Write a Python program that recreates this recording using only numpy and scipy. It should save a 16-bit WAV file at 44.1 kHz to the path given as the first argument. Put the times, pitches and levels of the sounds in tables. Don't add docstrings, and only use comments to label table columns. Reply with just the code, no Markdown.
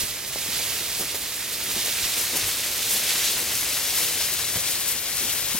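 import sys
import numpy as np
from scipy import signal
from scipy.fft import rfft, irfft, next_fast_len
from scipy.io import wavfile
from scipy.ndimage import uniform_filter1d

SR = 44100
rng = np.random.default_rng(int(sys.argv[2]) if len(sys.argv) > 2 else 0)


def log_audio(samples):
    frames = np.atleast_2d(samples).T
    limited = np.clip(frames, -1, 1)
    pcm = np.round(limited * 32767).astype(np.int16)
    wavfile.write(sys.argv[1], SR, pcm)


N = 246519
TIME = np.arange(N) / SR


def undb(db):
    return 10 ** (np.asarray(db) / 20)


def unit(x):
    return x / np.sqrt(np.mean(x ** 2))


def impulse(t):
    return 1.0 * (t == 0)


def curves(table):
    s, *columns = np.transpose(table)
    return [np.interp(TIME, s, column) for column in columns]


def colour(x, points):
    hz, db = np.transpose(points)
    size = next_fast_len(N, True)
    freqs = np.maximum(np.fft.rfftfreq(size, 1 / SR), 1)
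    gain = undb(np.interp(np.log(freqs), np.log(hz), db))
    return irfft(rfft(x, size) * gain, size)[..., :N]


def ring(x, hz, spread):
    spread = max(spread, 1.05)
    edges = [hz / spread, min(hz * spread, 0.45 * SR)]
    return signal.sosfilt(signal.butter(2, edges, "band", fs=SR, output="sos"), x)


def walk(rate):
    hold = max(int(SR / rate), 1)
    held = np.repeat(rng.standard_normal(N // hold + 2), hold)
    held = held[rng.integers(hold):][:N]
    return unit(uniform_filter1d(held, hold))


def clicks(rate, scatter_db):
    size_db = scatter_db * np.clip(rng.standard_normal(N), -2, 2)
    size = undb(size_db) * rng.choice([-1, 1], N)
    return unit(size * (rng.random(N) < rate / SR))


def flurries(rate, decay_s):
    releases = rng.random(N) * (rng.random(N) < rate / SR)
    activity = signal.lfilter([1], [1, -np.exp(-1 / (decay_s * SR))], releases)
    return activity / activity.mean()


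def swell(s, rise_s):
    age = np.clip((TIME - s) / rise_s, 0, 20)
    return age ** 2 * np.exp(2 * (1 - age))


def add(out, s, sound):
    start = max(int(s * SR), 0)
    out[..., start:start + sound.shape[-1]] += sound[..., :N - start]


# frequency in Hz, share of the bearing heard as level,
# share of the lag between the ports, right port's excess in dB.
MICROPHONE_PORTS = [(400, 0.03, 0, -0.5), (1100, 0.67, 0.4, 0.5), (1880, 0.32, 0, 1), (2580, 0.55, 0, 2.5),
                    (3500, 0.74, 1, 1.7), (5500, 0.75, 0.88, -0.2), (9000, 0.88, 0.67, -1),
                    (14000, 0.74, 0.65, -0.5)]
PORT_LAG_PER_DB = 0.35


def ports(x, pan_db, size=256):
    hz, s, frames = signal.stft(x, SR, nperseg=size)
    edges, *columns = np.transpose(MICROPHONE_PORTS)
    shade, lag, excess_db = (np.interp(hz, edges, column)[:, None] for column in columns)
    pan = np.interp(s, TIME, pan_db + np.zeros(N))
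    level = undb((shade * pan - excess_db) / 2)
    lead = np.exp(1j * np.pi * hz[:, None] / SR * lag * PORT_LAG_PER_DB * pan)
    left = level * lead
    return signal.istft(np.array([frames * left, frames / left]), SR)[1][:, :len(x)]


# frequency in Hz, relative level in dB.
RUMBLE_COLOUR = [(15, -22), (30, -8), (48, -0.5), (85, 2), (135, 1), (160, -8.5), (300, -9.5), (900, -14.5),
                 (4000, -29.5)]


def air():
    noise = rng.standard_normal(N) + undb(-21.5) * rng.standard_normal((2, N))
    return unit(colour(noise, RUMBLE_COLOUR)) * undb(-47.5 + 1.2 * walk(2.57))


# frequency in Hz, level in dB.
SCATTER_COLOUR = [(100, -30), (300, -15), (600, -12.5), (1100, -10.5), (1800, -24), (2700, -13.5),
                  (3700, -10), (8000, -14), (16000, 1.5)]


def clearing(x, decay_s=0.0069, size=256):
    power = abs(signal.stft(colour(x, SCATTER_COLOUR), SR, nperseg=size)[2]) ** 2
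    keep = np.exp(-size / 2 / (decay_s * SR))
    tail = np.sqrt(signal.lfilter([1 - keep], [1, -keep], power))
    paths = signal.stft(rng.standard_normal((2, N)), SR, nperseg=size)[2]
    return signal.istft(tail * paths / paths.std(), SR)[1][:, :N]


# start in seconds, reference level in dB (thud, heel and crunch are offset from it),
# pitch in Hz, time to the full weight in seconds.
BOOT_STEPS = [(0.025, -38, 65.7, 0.015), (0.985, -35.5, 320, 0.028), (1.66, -43.5, 302, 0.036),
              (1.755, -37, 280, 0.015), (2.015, -49, 50, 0.025), (2.19, -41, 378, 0.015),
              (2.315, -37.5, 310, 0.042), (2.42, -40, 72, 0.025), (2.945, -37, 300, 0.013),
              (3.135, -41, 172, 0.017), (3.405, -41.5, 340, 0.013), (3.46, -44, 109, 0.018),
              (3.99, -42, 380, .025), (4.55, -33.5, 108, 0.0142), (5.2, -40.5, 330, 0.027),
              (5.541, -33, 175, 0.011)]
# frequency in Hz, relative level in dB.
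CRUNCH_COLOUR = [(400, -3), (1200, -4), (2300, -6), (5000, -6), (10000, -17), (16000, -19)]
THUD_DB, HEEL_DB, CRUNCH_DB = -1.1, 3.5, -1.0


def steps():
    thuds, weight = np.zeros(N), np.zeros(N)
    for s, db, hz, rise_s in BOOT_STEPS:
        load = swell(s, rise_s) * undb(db)
        thuds += undb(THUD_DB) * load * unit(ring(rng.standard_normal(N), hz, 1.75))
        heel = ring(impulse(TIME[:4096]), hz, 1.6)
        add(thuds, s + rise_s / 2, heel / abs(heel).max() * undb(db + HEEL_DB))
        weight += load
    straw = unit(colour(clicks(rate=3000, scatter_db=5), CRUNCH_COLOUR))
    return thuds + undb(CRUNCH_DB) * weight * straw


# start in seconds, peak of the blow in dB, pitch in Hz.
BOUGH_KNOCKS = [(0.359, -23, 437), (0.462, -29.5, 398), (0.488, -30, 240), (0.596, -28, 654),
                (1.145, -26, 430), (2.961, -32, 581), (4.158, -34, 310)]
KNOCK_SCUFF_DB = -12.5


def knocks():
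    out, t = np.zeros(N), TIME[:4096]
    for s, db, hz in BOUGH_KNOCKS:
        blow = ring(impulse(t), hz, 1.68)
        blow = blow / abs(blow).max()
        scuff = unit(ring(rng.standard_normal(len(t)), hz, 1.27)) * np.exp(-t / 0.013)
        add(out, s, (blow + undb(KNOCK_SCUFF_DB) * scuff) * undb(db))
    return out


# start in seconds, peak at the louder port in dB, pitch in Hz,
# bearing as left minus right in dB.
STALK_SNAPS = [(1.860, -12, 9100, -1), (2.212, -9, 9600, 0), (2.3697, -6, 10000, 6.5),
               (3.277, -13, 9800, 1), (3.5526, -7, 7800, 2), (3.952, -10, 9500, 0), (4.3365, -5, 12500, 3),
               (4.754, -12, 4500, 9), (4.9004, -11, 10000, 9), (5.1694, -7, 9000, 4),
               (5.198, -12, 10000, 7)]


def snaps():
    out, t = np.zeros((2, N)), TIME[:512]
    for s, db, hz, pan_db in STALK_SNAPS:
        splinters = 0.1 * rng.standard_normal(len(t)) * np.exp(-t / 0.0025)
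        crack = ring(impulse(t) + splinters, hz, 1.4)
        heard = ports(np.pad(crack, (32, 0)), pan_db)
        add(out, s, heard / abs(heard).max() * undb(db))
    return out


# time in seconds, pull as a rustle level in dB.
DRAG_PULL = [(0.0, -31.5), (0.2, -38), (0.52, -31.7), (0.74, -31.5), (1.08, -34.5), (1.47, -34.5),
             (1.88, -30), (2.3, -30), (2.55, -30), (2.82, -30), (3.2, -27.5), (3.47, -30), (4.08, -29.5),
             (4.35, -31), (4.72, -31.5), (5.02, -34.5), (5.28, -31), (5.59, -33.5)]
USUAL_DRAG_DB = -31


def pulled(law, pan_db):
    db, per_pull, per_bearing = law
    drag_db, = curves(DRAG_PULL)
    return undb(db + per_pull * (drag_db - USUAL_DRAG_DB) + per_bearing * pan_db)


# frequency in Hz, relative level in dB.
SOIL_COLOUR = [(90, -22), (170, 0), (240, -1), (440, 2), (640, -0.5), (900, -13.5), (1400, -14.5),
               (3000, -23)]
TWIG_COLOUR = [(300, -24), (700, -5), (1100, -3.5), (1600, -1), (2200, 2), (2800, -2.5), (5000, -47)]
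# gain in dB at the usual pull straight ahead, dB per dB of pull,
# dB per dB of bearing to the left.
SOIL_PULL = (-45.0, 0.79, -0.038)
TWIG_PULL = (-39, 0.7, 0.13)
SWISH_TWIGS_DB = -4


def boughs(pan_db, stem_swish):
    slips = clicks(rate=1500, scatter_db=1.5) * np.sqrt(1 + 0.26 * flurries(rate=36, decay_s=0.021))
    cracks = clicks(rate=5000, scatter_db=3.5) * np.sqrt(1 + 0.29 * flurries(rate=35, decay_s=0.0093))
    scrape = unit(colour(slips, SOIL_COLOUR)) * pulled(SOIL_PULL, pan_db)
    twig_gain = np.hypot(pulled(TWIG_PULL, pan_db), undb(SWISH_TWIGS_DB) * stem_swish)
    crunch = unit(colour(cracks, TWIG_COLOUR)) * twig_gain
    return ports(scrape + crunch, pan_db)


# start in seconds, leaf gain in dB and stem gain in dB
# (both before the boost for bearing), time to the peak in seconds.
SPRAY_SWISHES = [(-0.015, -33.5, -37, 0.022), (0.39, -45, -44, .035), (0.98, -36, -52, 0.024),
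                 (1.135, -40, -42, 0.02), (2.15, -34.5, -51, 0.054), (2.35, -34, -41, 0.014),
                 (2.46, -33, -45, .02), (2.87, -31, -39.5, 0.057), (3.08, -44, -33, 0.023),
                 (3.235, -46, -33, 0.036), (3.52, -37, -48, 0.064), (3.935, -33.5, -36.5, .05),
                 (4.19, -39, -34, 0.02), (4.545, -37, -38, 0.016), (4.65, -37.5, -46, .035),
                 (4.86, -35, -38.5, 0.032), (5.15, -40, -39.5, 0.034)]


def swishes():
    leaves, stems = np.zeros(N), np.zeros(N)
    for s, leaf_db, stem_db, rise_s in SPRAY_SWISHES:
        push = swell(s, rise_s)
        leaves += push * undb(leaf_db)
        stems += push * undb(stem_db)
    return leaves, stems


def spray(spectrum, rate, scatter_db, sway_db):
    activity = np.sqrt(1 + 0.5 * flurries(rate=50, decay_s=0.0074))
    return unit(colour(clicks(rate, scatter_db) * activity, spectrum)) * undb(sway_db * walk(26))


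# frequency in Hz, relative level in dB.
STEM_COLOUR = [(900, -32), (1600, -11), (2300, -3.5), (3600, 0.5), (5200, -0.5), (7000, -3), (9500, -10),
               (16000, -21.5)]
LEAF_COLOUR = [(2000, -16), (4500, -6.5), (7000, -1), (9500, 1), (13000, 0.5), (16000, -5)]
# gain in dB at the usual pull straight ahead,
# dB per dB of pull, dB per dB of bearing to the left (before the boost for bearing).
STEM_PULL = (-36.6, 1, -0.059)
LEAF_PULL = (-36.5, 1, 0.039)


def foliage(pan_db, leaf_swish, stem_swish):
    stem_gain = np.hypot(pulled(STEM_PULL, pan_db), stem_swish) * undb(0.12 * abs(pan_db))
    leaf_gain = np.hypot(pulled(LEAF_PULL, pan_db), leaf_swish) * undb(0.37 * abs(pan_db))
    out = 0
    for place in np.linspace(-1, 1, num=4):
        stems = spray(STEM_COLOUR, rate=7500, scatter_db=3.5, sway_db=1.47)
        leaves = spray(LEAF_COLOUR, rate=6000, scatter_db=2.5, sway_db=0.9)
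        out = out + ports(stems * stem_gain + leaves * leaf_gain, pan_db + 3.8 * place)
    return out


# time in seconds, bearing as left minus right in dB.
LOAD_BEARING = [(0.0, -4.5), (1.35, -3.5), (2.05, -2.5), (2.4, 1.5), (2.75, -0.5), (4.62, 5.5), (5.59, 7.5)]
CLEARING_ECHO_DB = 0.3


def scene():
    pan_db, = curves(LOAD_BEARING)
    leaf_swish, stem_swish = swishes()
    wood = knocks() + snaps() + boughs(pan_db, stem_swish)
    direct = steps() + wood + foliage(pan_db, leaf_swish, stem_swish)
    to_clearing = direct.mean(axis=0) * undb(0.49 * abs(pan_db) + CLEARING_ECHO_DB)
    return air() + clearing(to_clearing) + direct


def record(dry):
    return signal.sosfilt(signal.ellip(12, 0.1, 80, 15950, fs=SR, output="sos"), dry)


dry = scene()
out = record(dry)
log_audio(out)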